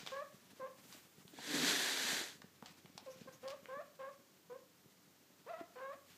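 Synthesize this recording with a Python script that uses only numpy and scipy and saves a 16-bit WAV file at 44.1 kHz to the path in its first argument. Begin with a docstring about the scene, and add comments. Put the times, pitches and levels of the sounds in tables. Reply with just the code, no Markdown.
"""A guinea pig potters about on a cloth on a wooden floor in a small room: feet pat, claws tick, short soft
rising squeaks of ringing partials with rasp. From 1.3 s cloth rustles loudly close by for a second, as
shaped noise over a low drag, and the animal darts off on louder pats. From 3.1 s squeaks return with two
thin sine peeps; at 5.5 s a squeal leaps to a higher register, then one last squeak. Throughout: random light
steps, scuffs, shuffling, hum and hiss, heard in mono."""
import sys
import numpy as np
from scipy import signal
from scipy.fft import rfft, irfft, next_fast_len
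from scipy.io import wavfile
from scipy.ndimage import map_coordinates

SR = 44100
rng = np.random.default_rng(int(sys.argv[2]) if len(sys.argv) > 2 else 0)


def store_wav(level_fs):
    """Save 16-bit WAV to argv[1]."""
    pcm = np.round(np.clip(np.atleast_2d(level_fs), -1, 1) * 32767)
    wavfile.write(sys.argv[1], SR, pcm.T.astype(np.int16))


N = 272097


def amp(db):
    """Decibels to gain."""
    return 10 ** (np.asarray(db) / 20)


def unit(x):
    """Scale to rms 1."""
    return x / np.sqrt(np.mean(x ** 2) + 1e-20)


def along(points, hz):
    """Read (f/Hz, value) points on a log frequency axis."""
    f, v = np.transpose(points)
    return np.interp(np.log(hz + 1), np.log(f + 1), v)


def curves(rows, t):
    """Each column after the time, interpolated at times t."""
    s, *columns = np.transpose(rows)
    return [np.interp(t, s, column) for column in columns]


def wobble(knots_per_s, size):
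    """Smooth random curve through normally distributed knots."""
    knots = rng.standard_normal(size // 8)
    return map_coordinates(knots, [np.arange(size) * knots_per_s / SR], mode="wrap")


def filtered(x, response):
    """Multiply the spectrum of x by a response of frequency."""
    m = next_fast_len(N + SR // 2)
    hz = np.fft.rfftfreq(m, 1 / SR)
    return irfft(rfft(x, m) * response(hz), m)[:N]


def noise(spectrum):
    """Coloured noise of rms 1."""
    return unit(filtered(rng.standard_normal(N), lambda hz: amp(along(spectrum, hz))))


def add(track, s, sound):
    """Mix a sound into the track from time s on."""
    part = track[max(0, round(s * SR)):][:len(sound)]
    part += sound[:len(part)]


# pitch: opening drop, climb, closing flick, waver
DROP_S, CLIMB_POWER, FLICK_S, WAVER_SHARE = 0.0108, .62, 0.0114, 0.014
# mouth opens and shuts once: softer, duller edges
SWELL_DB, SWELL_SHARE, FADE_DB, SHUT_TILT_DB = 7, 0.085, 2.5, 3.5
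# rasp: floor, decay after the start, rise to the end
CLEAR_RASP, CLEARING_S, ROUGHENING_S = 0.024, 0.068, 0.01


def squeak_shape(t, length, drop_hz, low_hz, high_hz, flick_hz, db, tilt_db, first_rasp, last_rasp):
    """Pitch falls in, climbs and flicks up; the mouth and folds shape level, overtone tilt and rasp."""
    u = np.clip(t / length, 0, 1)
    left = np.maximum(length - t, 0)
    climb_hz = low_hz + (high_hz - low_hz) * u ** CLIMB_POWER
    hz = climb_hz + drop_hz * np.exp(-t / DROP_S) + flick_hz * np.exp(-left / FLICK_S)
    hz = hz * (1 + WAVER_SHARE * wobble(48.3, len(t)))
    level_db = db - SWELL_DB * np.exp(-u / SWELL_SHARE) - FADE_DB * u ** 2
    bright_db = tilt_db - SHUT_TILT_DB * (1 - np.sin(np.pi * u ** 1.67))
    rasp = CLEAR_RASP + first_rasp * np.exp(-t / CLEARING_S) + last_rasp * np.exp(-left / ROUGHENING_S)
    return hz, level_db, bright_db, np.clip(rasp, 0, 1)


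# squeaks: t/s, length/s, opening drop/Hz, low f/Hz, high f/Hz, final flick/Hz, level/dB,
# overtone tilt/(dB/octave), start rasp/(0-1), end rasp/(0-1)
SQUEAK_CALLS = [ (0.118, 0.11, 63, 491, 589, 35, -48.5, 0.5, 0.32, 0.1),
                (0.598, 0.074, 30, 514, 527.5, 63, -49.5, -2, 0.27, 0.34),
                (3.062, .047, 108, 501, 530.5, 5, -53.5, -8, 0.37, .15),
                (3.274, 0.021, 53, 516, 509.5, 9.7, -55.5, -1, 0.3, 0.37),
                (3.43, 0.11, 26, 516, 551, 51, -49, -5, 0.76, 0.26),
                (3.685, 0.13, 2.9, 486, 581, 106, -50.5, 0, 0.43, .3),
                (3.991, 0.106, 23, 516.5, 548.3, 35, -51.5, -1, 0.63, 0.16),
                (4.498, 0.067, 29, 489.5, 508.3, 39, -53, -6.5, 0.44, 0),
                (5.757, .183, 59, 454.8, 583.5, 116, -52.5, 1.5, 0.84, 0.66), ]
# one squeal: t/s, f/Hz, level/dB, overtone tilt/(dB/octave), rasp/(0-1)
SQUEAL_CURVE = [(5.464, 492, -55, -9, 0.8), (5.479, 490.5, -58, -1, 0.43), (5.503, 680.5, -49, 1.5, 0.2),
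                (5.52, 713, -48, -16, 0.46), (5.541, 653.6, -46, -3.5, 0.3),
                (5.567, 645.5, -55.5, 1.5, 0.05), (5.584, 673, -57, -3, 0.7), (5.606, 685, -45.5, -9, 0.56),
                (5.637, 673, -64, -1, 0.3)]
# vocal tract response: f/Hz, level/dB
THROAT_RESPONSE = [(450, 3), (700, 0), (1080, 1), (1350, -3.5), (1720, -5.5), (1980, -9), (2250, -14.5),
                   (2620, -13), (2900, -34), (3500, -14), (5000, -15)]


def squeaks(half_db=-6.5, air_db=-10, flutter_db=2, tremble_db=2.0, rasp_loss_db=6, rolloff_db=3.5,
            attack_s=.004, release_s=0.016):
    """Vocal folds ring cleanly; in raspy moments alternate cycles differ and air pulses through."""
    out, t = np.zeros(N), np.arange(SR // 4) / SR
    size = len(t)
    calls = [(s, length, squeak_shape(t, length, *rest)) for s, length, *rest in SQUEAK_CALLS]
    squeal_s, squeal_end_s = SQUEAL_CURVE[0][0], SQUEAL_CURVE[-1][0]
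    calls.append((squeal_s, squeal_end_s - squeal_s, curves(SQUEAL_CURVE, squeal_s + t)))
    air_band = signal.butter(2, [650, 2800], "band", fs=SR, output="sos")
    for start, length, (hz, db, bright_db, rasp) in calls:
        hz = hz * (1 + (.008 + .045 * rasp) * wobble(350, size))  # rasp jitters the pitch
        phase = 2 * np.pi * np.cumsum(hz) / SR

        def partial(k):
            # soft folds: extra loss above the third partial
            strength = amp(along(THROAT_RESPONSE, k * hz) - rolloff_db * max(k - 3, 0))
            return strength * np.sin(k * phase + rng.uniform(0, 2 * np.pi))

        def overtone(k):
            # effort sets the tilt; each overtone flutters on its own
            return partial(k) * amp(bright_db * np.log2(k) + flutter_db * wobble(73.5, size))

        overtones = sum(overtone(k) for k in range(2, 8))
        halves = sum(partial(k + .5) * (1 + .5 * wobble(176, size)) for k in range(1, 6))
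        air = unit(signal.sosfilt(air_band, rng.standard_normal(size)))
        harsh = amp(half_db) * halves + amp(air_db) * air * (1 + np.cos(phase))
        fundamental = partial(0.99) * amp(tremble_db * wobble(59, size))
        voice = fundamental + amp(-rasp_loss_db * rasp) * overtones + rasp * amp(bright_db / 2) * harsh
        gate = np.clip(t / attack_s, 0, 1) * np.clip(1 + (length - t) / release_s, 0, 1)
        add(out, start - attack_s / 2, np.sqrt(2) * amp(db) * gate * voice)
    return out


# thin peeps: t/s, length/s, start f/Hz, end f/Hz, level/dB
PEEP_CALLS = [(3.094, 0.042, 4970, 6400, -64), (3.321, 0.028, 5630, 6700, -64.5)]


def peeps(octave_db=-7):
    """Faint, wheezy upward whistles: a wavering sine and its octave."""
    out, t = np.zeros(N), np.arange(SR // 10) / SR
    for s, length, low_hz, high_hz, db in PEEP_CALLS:
        u = np.clip(t / length, 0, 1)
        hz = (low_hz + (high_hz - low_hz) * np.sqrt(u)) * (1 + .075 * wobble(1500, len(t)))
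        phase = 2 * np.pi * np.cumsum(hz) / SR
        whistle = np.sin(phase) + amp(octave_db) * np.sin(2 * phase)
        add(out, s, amp(db) * np.sin(np.pi * u) * whistle)
    return out


STEPS_PER_S, STEP_OVER_SHUFFLE_DB, STEP_HZ = 3.9, 19.5, 230


def light_steps():
    """Light footfalls at random times, standing out above the shuffling and rising and falling with it."""
    draws = rng.uniform(size=(round(STEPS_PER_S * N / SR), 2))
    times = draws[:, 0] * N / SR
    levels_db = curves(SHUFFLE_LEVEL, times)[0] + STEP_OVER_SHUFFLE_DB
    pitches_hz = STEP_HZ * 2 ** (draws[:, 1] - .5)  # half an octave either way
    return list(zip(times, levels_db, pitches_hz))


# heavier footfalls: t/s, level/dB (before gain_db), f/Hz
FOOTFALLS = [(.031, -45.5, 192), (0.342, -47, 177), (.531, -50, 221), (0.854, -51, 216), (1.252, -46, 177),
             (1.335, -48, 324), (1.391, -45, 216), (1.476, -44, 220), (2.05, -42, 235), (2.129, -36.5, 233),
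             (2.211, -36, 334), (2.354, -47.5, 200), (2.442, -42.5, 198), (2.625, -41.5, 223),
             (2.848, -46, 177), (2.952, -48, 182), (3.214, -40, 212), (3.26, -45, 254), (3.629, -53, 222),
             (3.769, -47, 243), (4.858, -48.5, 172), (5.61, -37, 328)]


def pats(thud_t60_s=0.031, thud_rise_s=0.00095, slap_db=-4, slap_t60_s=0.022, slap_rise_s=0.0013,
         slap_ratio=1.97, gain_db=1, lowest_hz=95):
    """A padded foot gives the floor a few quickly damped swings: a thud and a higher slap."""
    out, t = np.zeros(N), np.arange(SR // 8) / SR
    thud_envelope = amp(-60 * t / thud_t60_s) * (1 - np.exp(-t / thud_rise_s))
    slap_envelope = amp(slap_db - 60 * t / slap_t60_s) * (1 - np.exp(-t / slap_rise_s))
    for s, db, hz in FOOTFALLS + light_steps():
        thud = np.sin(2 * np.pi * hz * t) * thud_envelope
        slap = np.sin(2 * np.pi * slap_ratio * hz * t) * slap_envelope
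        add(out, s, amp(db + gain_db) * (thud + slap))
    return signal.sosfilt(signal.butter(2, lowest_hz, "high", fs=SR, output="sos"), out)


KNOCK_HZ, KNOCK_DB = 796, -5.5  # floor under the cloth
# claw ticks and small snaps: t/s, level/dB (before gain_db), ring f/Hz, ring t60/s
CLAW_TICKS = [(.064, -40, 3600, 0.03), (0.073, -36, 3050, 0.026), (.925, -49, 4600, 0.049),
              (1.2796, -47, 3320, .0094), (1.387, -43, 780, .022), (2.4178, -50, 3970, 0.023),
              (2.419, -43, 1290, 0.018), (2.625, -37, 970, 0.0083), (2.6591, -42.5, 3430, 0.02),
              (2.858, -45.5, 2220, .015), (2.9777, -38, 4200, 0.022), (3.478, -41, 4230, 0.015),
              (3.484, -39.5, 3900, 0.012), (3.657, -39, 1890, 0.0064)]


def ticks(crack_db=-7, gain_db=-5):
    """A hard contact cracks, rings broadly and knocks the floor; duller contacts have less treble."""
    out, t = np.zeros(N), np.arange(SR // 10) / SR
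    for s, db, hz, t60 in CLAW_TICKS:
        burst = rng.standard_normal(len(t))
        ring = unit(signal.lfilter(*signal.iirpeak(hz, 3, SR), burst))
        crack = unit(signal.lfilter(*signal.butter(1, 500, "high", fs=SR), burst))
        snap = unit(signal.lfilter(*signal.butter(2, 2 * hz, fs=SR), ring + amp(crack_db) * crack))
        knock = unit(signal.lfilter(*signal.iirpeak(KNOCK_HZ, 1, SR), burst))
        add(out, s, amp(db + gain_db - 60 * t / t60) * (snap + amp(KNOCK_DB) * knock))
    return out


# feet and fur on cloth: peak t/s, level/dB, rise/s, fall/s
SCUFF_SWELLS = [(.005, -53, 0.023, 0.029), (.077, -55, 0.02, 0.079), (.935, -60.5, 0.05, 0.063),
                (2.67, -59, 0.016, 0.031), (3.23, -65.5, 0.21, 0.039), (3.504, -52.5, 0.0088, 0.017),
                (6.11, -63, 0.032, .036)]
# scuff spectrum: f/Hz, relative level/dB
SCUFF_SPECTRUM = [(300, -1), (1000, 0), (2300, 3.5), (4800, 1), (7500, -4), (10000, -18.5), (14000, -12)]
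# airy strokes of fur: peak t/s, level/dB
FUR_STROKES = [(.3, -76), (.94, -64.5), (1.3, -71.5), (6.12, -72)]
BRUSH_RISE_S, BRUSH_FALL_S = 0.12, 0.088


def scuffs(grain_db=2.0):
    """Brief grainy swells of friction, and a fine hiss of brushed fur."""
    t = np.arange(N) / SR

    def swell(s, db, rise_s, fall_s):
        return amp(db) * np.exp(-np.maximum((s - t) / rise_s, (t - s) / fall_s))

    scuff_level = sum(swell(*row) for row in SCUFF_SWELLS)
    fur_level = sum(swell(s, db, BRUSH_RISE_S, BRUSH_FALL_S) for s, db in FUR_STROKES)
    friction = unit(noise(SCUFF_SPECTRUM) * amp(grain_db * wobble(460, N)))
    fur = noise([(2000, -58), (7000, 4.5), (11000, -2), (15000, 3), (17000, -47)])
    return scuff_level * friction + fur_level * fur


# cloth slide, drives rub and hiss: t/s, level/dB (before gains)
SLIDE_LEVEL = [(1.3, -82), (1.345, -64), (1.44, -51), (1.555, -40), (1.61, -39.5), (1.69, -34.5),
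               (1.745, -38), (2, -41.5), (2.11, -39), (2.2, -43), (2.286, -52.5), (2.4, -69.5)]
# low drag, swells early then sinks to a grumble: t/s, level/dB (before drag_gain_db)
LOW_DRAG_LEVEL = [(1.29, -73), (1.335, -64), (1.44, -60), (1.55, -39), (1.7, -42.5), (1.82, -56.5),
                  (2.2, -58), (2.29, -68)]
# rub spectrum: f/Hz, relative level/dB
RUB_SPECTRUM = [(150, -41), (400, -6), (500, -12), (750, -10.5), (1000, -11.5), (1250, -12), (1450, -8),
                (1700, -3.5), (2000, -6), (2750, -10), (3400, -6.5), (4000, -6.5), (4700, -8), (5200, -22),
                (8000, -78)]
# narrow resonances, hollow tone of the rub: f/Hz, width/Hz, boost/dB
HOLLOW_RESONANCES = [(1492, 22, 4), (1563, 18, 5), (1692, 22, 5), (1820, 18, 4), (2010, 22, 3),
                     (3295, 45, 4), (3484, 16, 4), (3606, 16, 3.5), (3870, 55, 3.5), (4021, 16, 3.5),
                     (4318, 18, 4.5)]
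# cloth hiss spectrum: f/Hz, relative level/dB
CLOTH_HISS_SPECTRUM = [(2940, -31), (5000, 7), (5170, 1.5), (5670, 6.5), (7580, 4.5), (9580, -4),
                       (11400, -2.5), (14400, -9), (15300, -16)]
# drag spectrum: f/Hz, relative level/dB
DRAG_SPECTRUM = [(50, -70), (110, -31.5), (160, -9.5), (215, -11.5), (242, -4.5), (263, 1), (278, -5),
                 (294, 3), (335, -18), (450, -12.5), (700, -26), (1500, -120)]


def rustle(grain_db=1, lump_db=1, drag_gain_db=-1.0, rub_gain_db=0, hiss_gain_db=-4.5,
           brighten_db_per_s=1.0):
    """Cloth slides close by: countless fibres catch, ever brighter, over a lumpy low drag."""
    t = np.arange(N) / SR
    (slide_db,), (drag_db,) = curves(SLIDE_LEVEL, t), curves(LOW_DRAG_LEVEL, t)
    gate = np.interp(t, [1.27, 1.33, 2.36, 2.43], [0, 1, 1, 0])
    fibres = unit(amp(grain_db * wobble(600, N)))

    def hollow(hz):
        boosts = (db / (1 + (2 * (hz - centre) / width) ** 2) for centre, width, db in HOLLOW_RESONANCES)
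        return amp(sum(boosts))

    rub = amp(slide_db + rub_gain_db) * unit(filtered(noise(RUB_SPECTRUM), hollow))
    mean_slide_s = np.mean(SLIDE_LEVEL, axis=0)[0]
    hiss_db = slide_db + hiss_gain_db + brighten_db_per_s * (t - mean_slide_s)
    hiss = amp(hiss_db) * noise(CLOTH_HISS_SPECTRUM)
    drag = amp(drag_db + drag_gain_db) * unit(noise(DRAG_SPECTRUM) * amp(lump_db * wobble(44.2, N)))
    return gate * (fibres * (rub + hiss) + drag)


# shuffling, also sets the light steps: t/s, level/dB
SHUFFLE_LEVEL = [(0, -67.5), (1, -68), (2.7, -72), (3.6, -69), (4.3, -77), (5.2, -75.5), (5.6, -71),
                 (6.1, -76)]
# room hum: t/s, level/dB
HUM_LEVEL = [(1, -86), (2.8, -79.5), (4.3, -88), (5.6, -87), (6.1, -79.5)]
# steady hiss spectrum: f/Hz, relative level/dB
HISS_SPECTRUM = [(18, -70), (30, -36), (59, -55), (81, -22), (186, -1.5), (242, -9), (268, -3.5),
                 (543, -12.5), (824, -16), (1130, -15.5), (2280, -18.5), (7000, -19), (9820, -26),
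                 (14100, -20), (15300, -22.5)]


def background(hiss_db=-68.0, hum_hz=93):
    """Steady hiss, a weak hum and low, uneven shuffling that calms when the animal rests."""
    t = np.arange(N) / SR
    (hum_db,), (shuffle_db,) = curves(HUM_LEVEL, t), curves(SHUFFLE_LEVEL, t)
    hum = np.sqrt(2) * np.sin(2 * np.pi * hum_hz * t + 0.44 * wobble(4, N))
    lumps = amp(3.5 * wobble(45, N))
    low_noise = noise([(60, -47), (130, -4.5), (220, -5.5), (450, -17.0), (1200, -17.5),
                       (5000, -20.5), (14000, -30.5)])
    shuffle = unit(low_noise * lumps)
    return amp(hiss_db) * noise(HISS_SPECTRUM) + amp(hum_db) * hum + amp(shuffle_db) * shuffle


# room decay: f/Hz, t60/s
ROOM_T60 = [(200, 0.22), (600, 0.39), (2000, 0.4), (6000, 0.12), (14000, 0.031)]


def room(x, delay_s=.006):
    """The walls answer with a short noise tail that dies faster in the treble."""
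    hz, t, z = signal.stft(rng.standard_normal(SR // 2), SR, nperseg=256)
    decay = amp(-60 * t / along(ROOM_T60, hz)[:, None])
    tail = signal.istft(z * decay, SR, nperseg=256)[1]
    delayed = np.pad(x, (int(delay_s * SR), 0))
    return signal.fftconvolve(delayed, tail / np.linalg.norm(tail))[:N]


def scene(voice_room_db=-11, tick_room_db=-10, pat_room_db=-16, peep_room_db=0):
    """Sum the animal, its room echo, the close cloth and the background, in mono."""
    voice, whistles, feet, claws = squeaks(), peeps(), pats(), ticks() + scuffs()
    sent = amp(voice_room_db) * voice + amp(tick_room_db) * claws
    sent = sent + amp(pat_room_db) * feet + amp(peep_room_db) * whistles
    mono = voice + whistles + feet + claws + room(sent) + rustle() + background()
    return np.array([mono, mono])


def record(dry, bass_hz=60, top_hz=15400):
    """The microphone sheds deep bass and keeps nothing above its band limit."""
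    thin = signal.sosfilt(signal.butter(1, bass_hz, "high", fs=SR, output="sos"), dry)
    return np.array([filtered(channel, lambda hz: hz < top_hz) for channel in thin])


dry = scene()
out = record(dry)
store_wav(out)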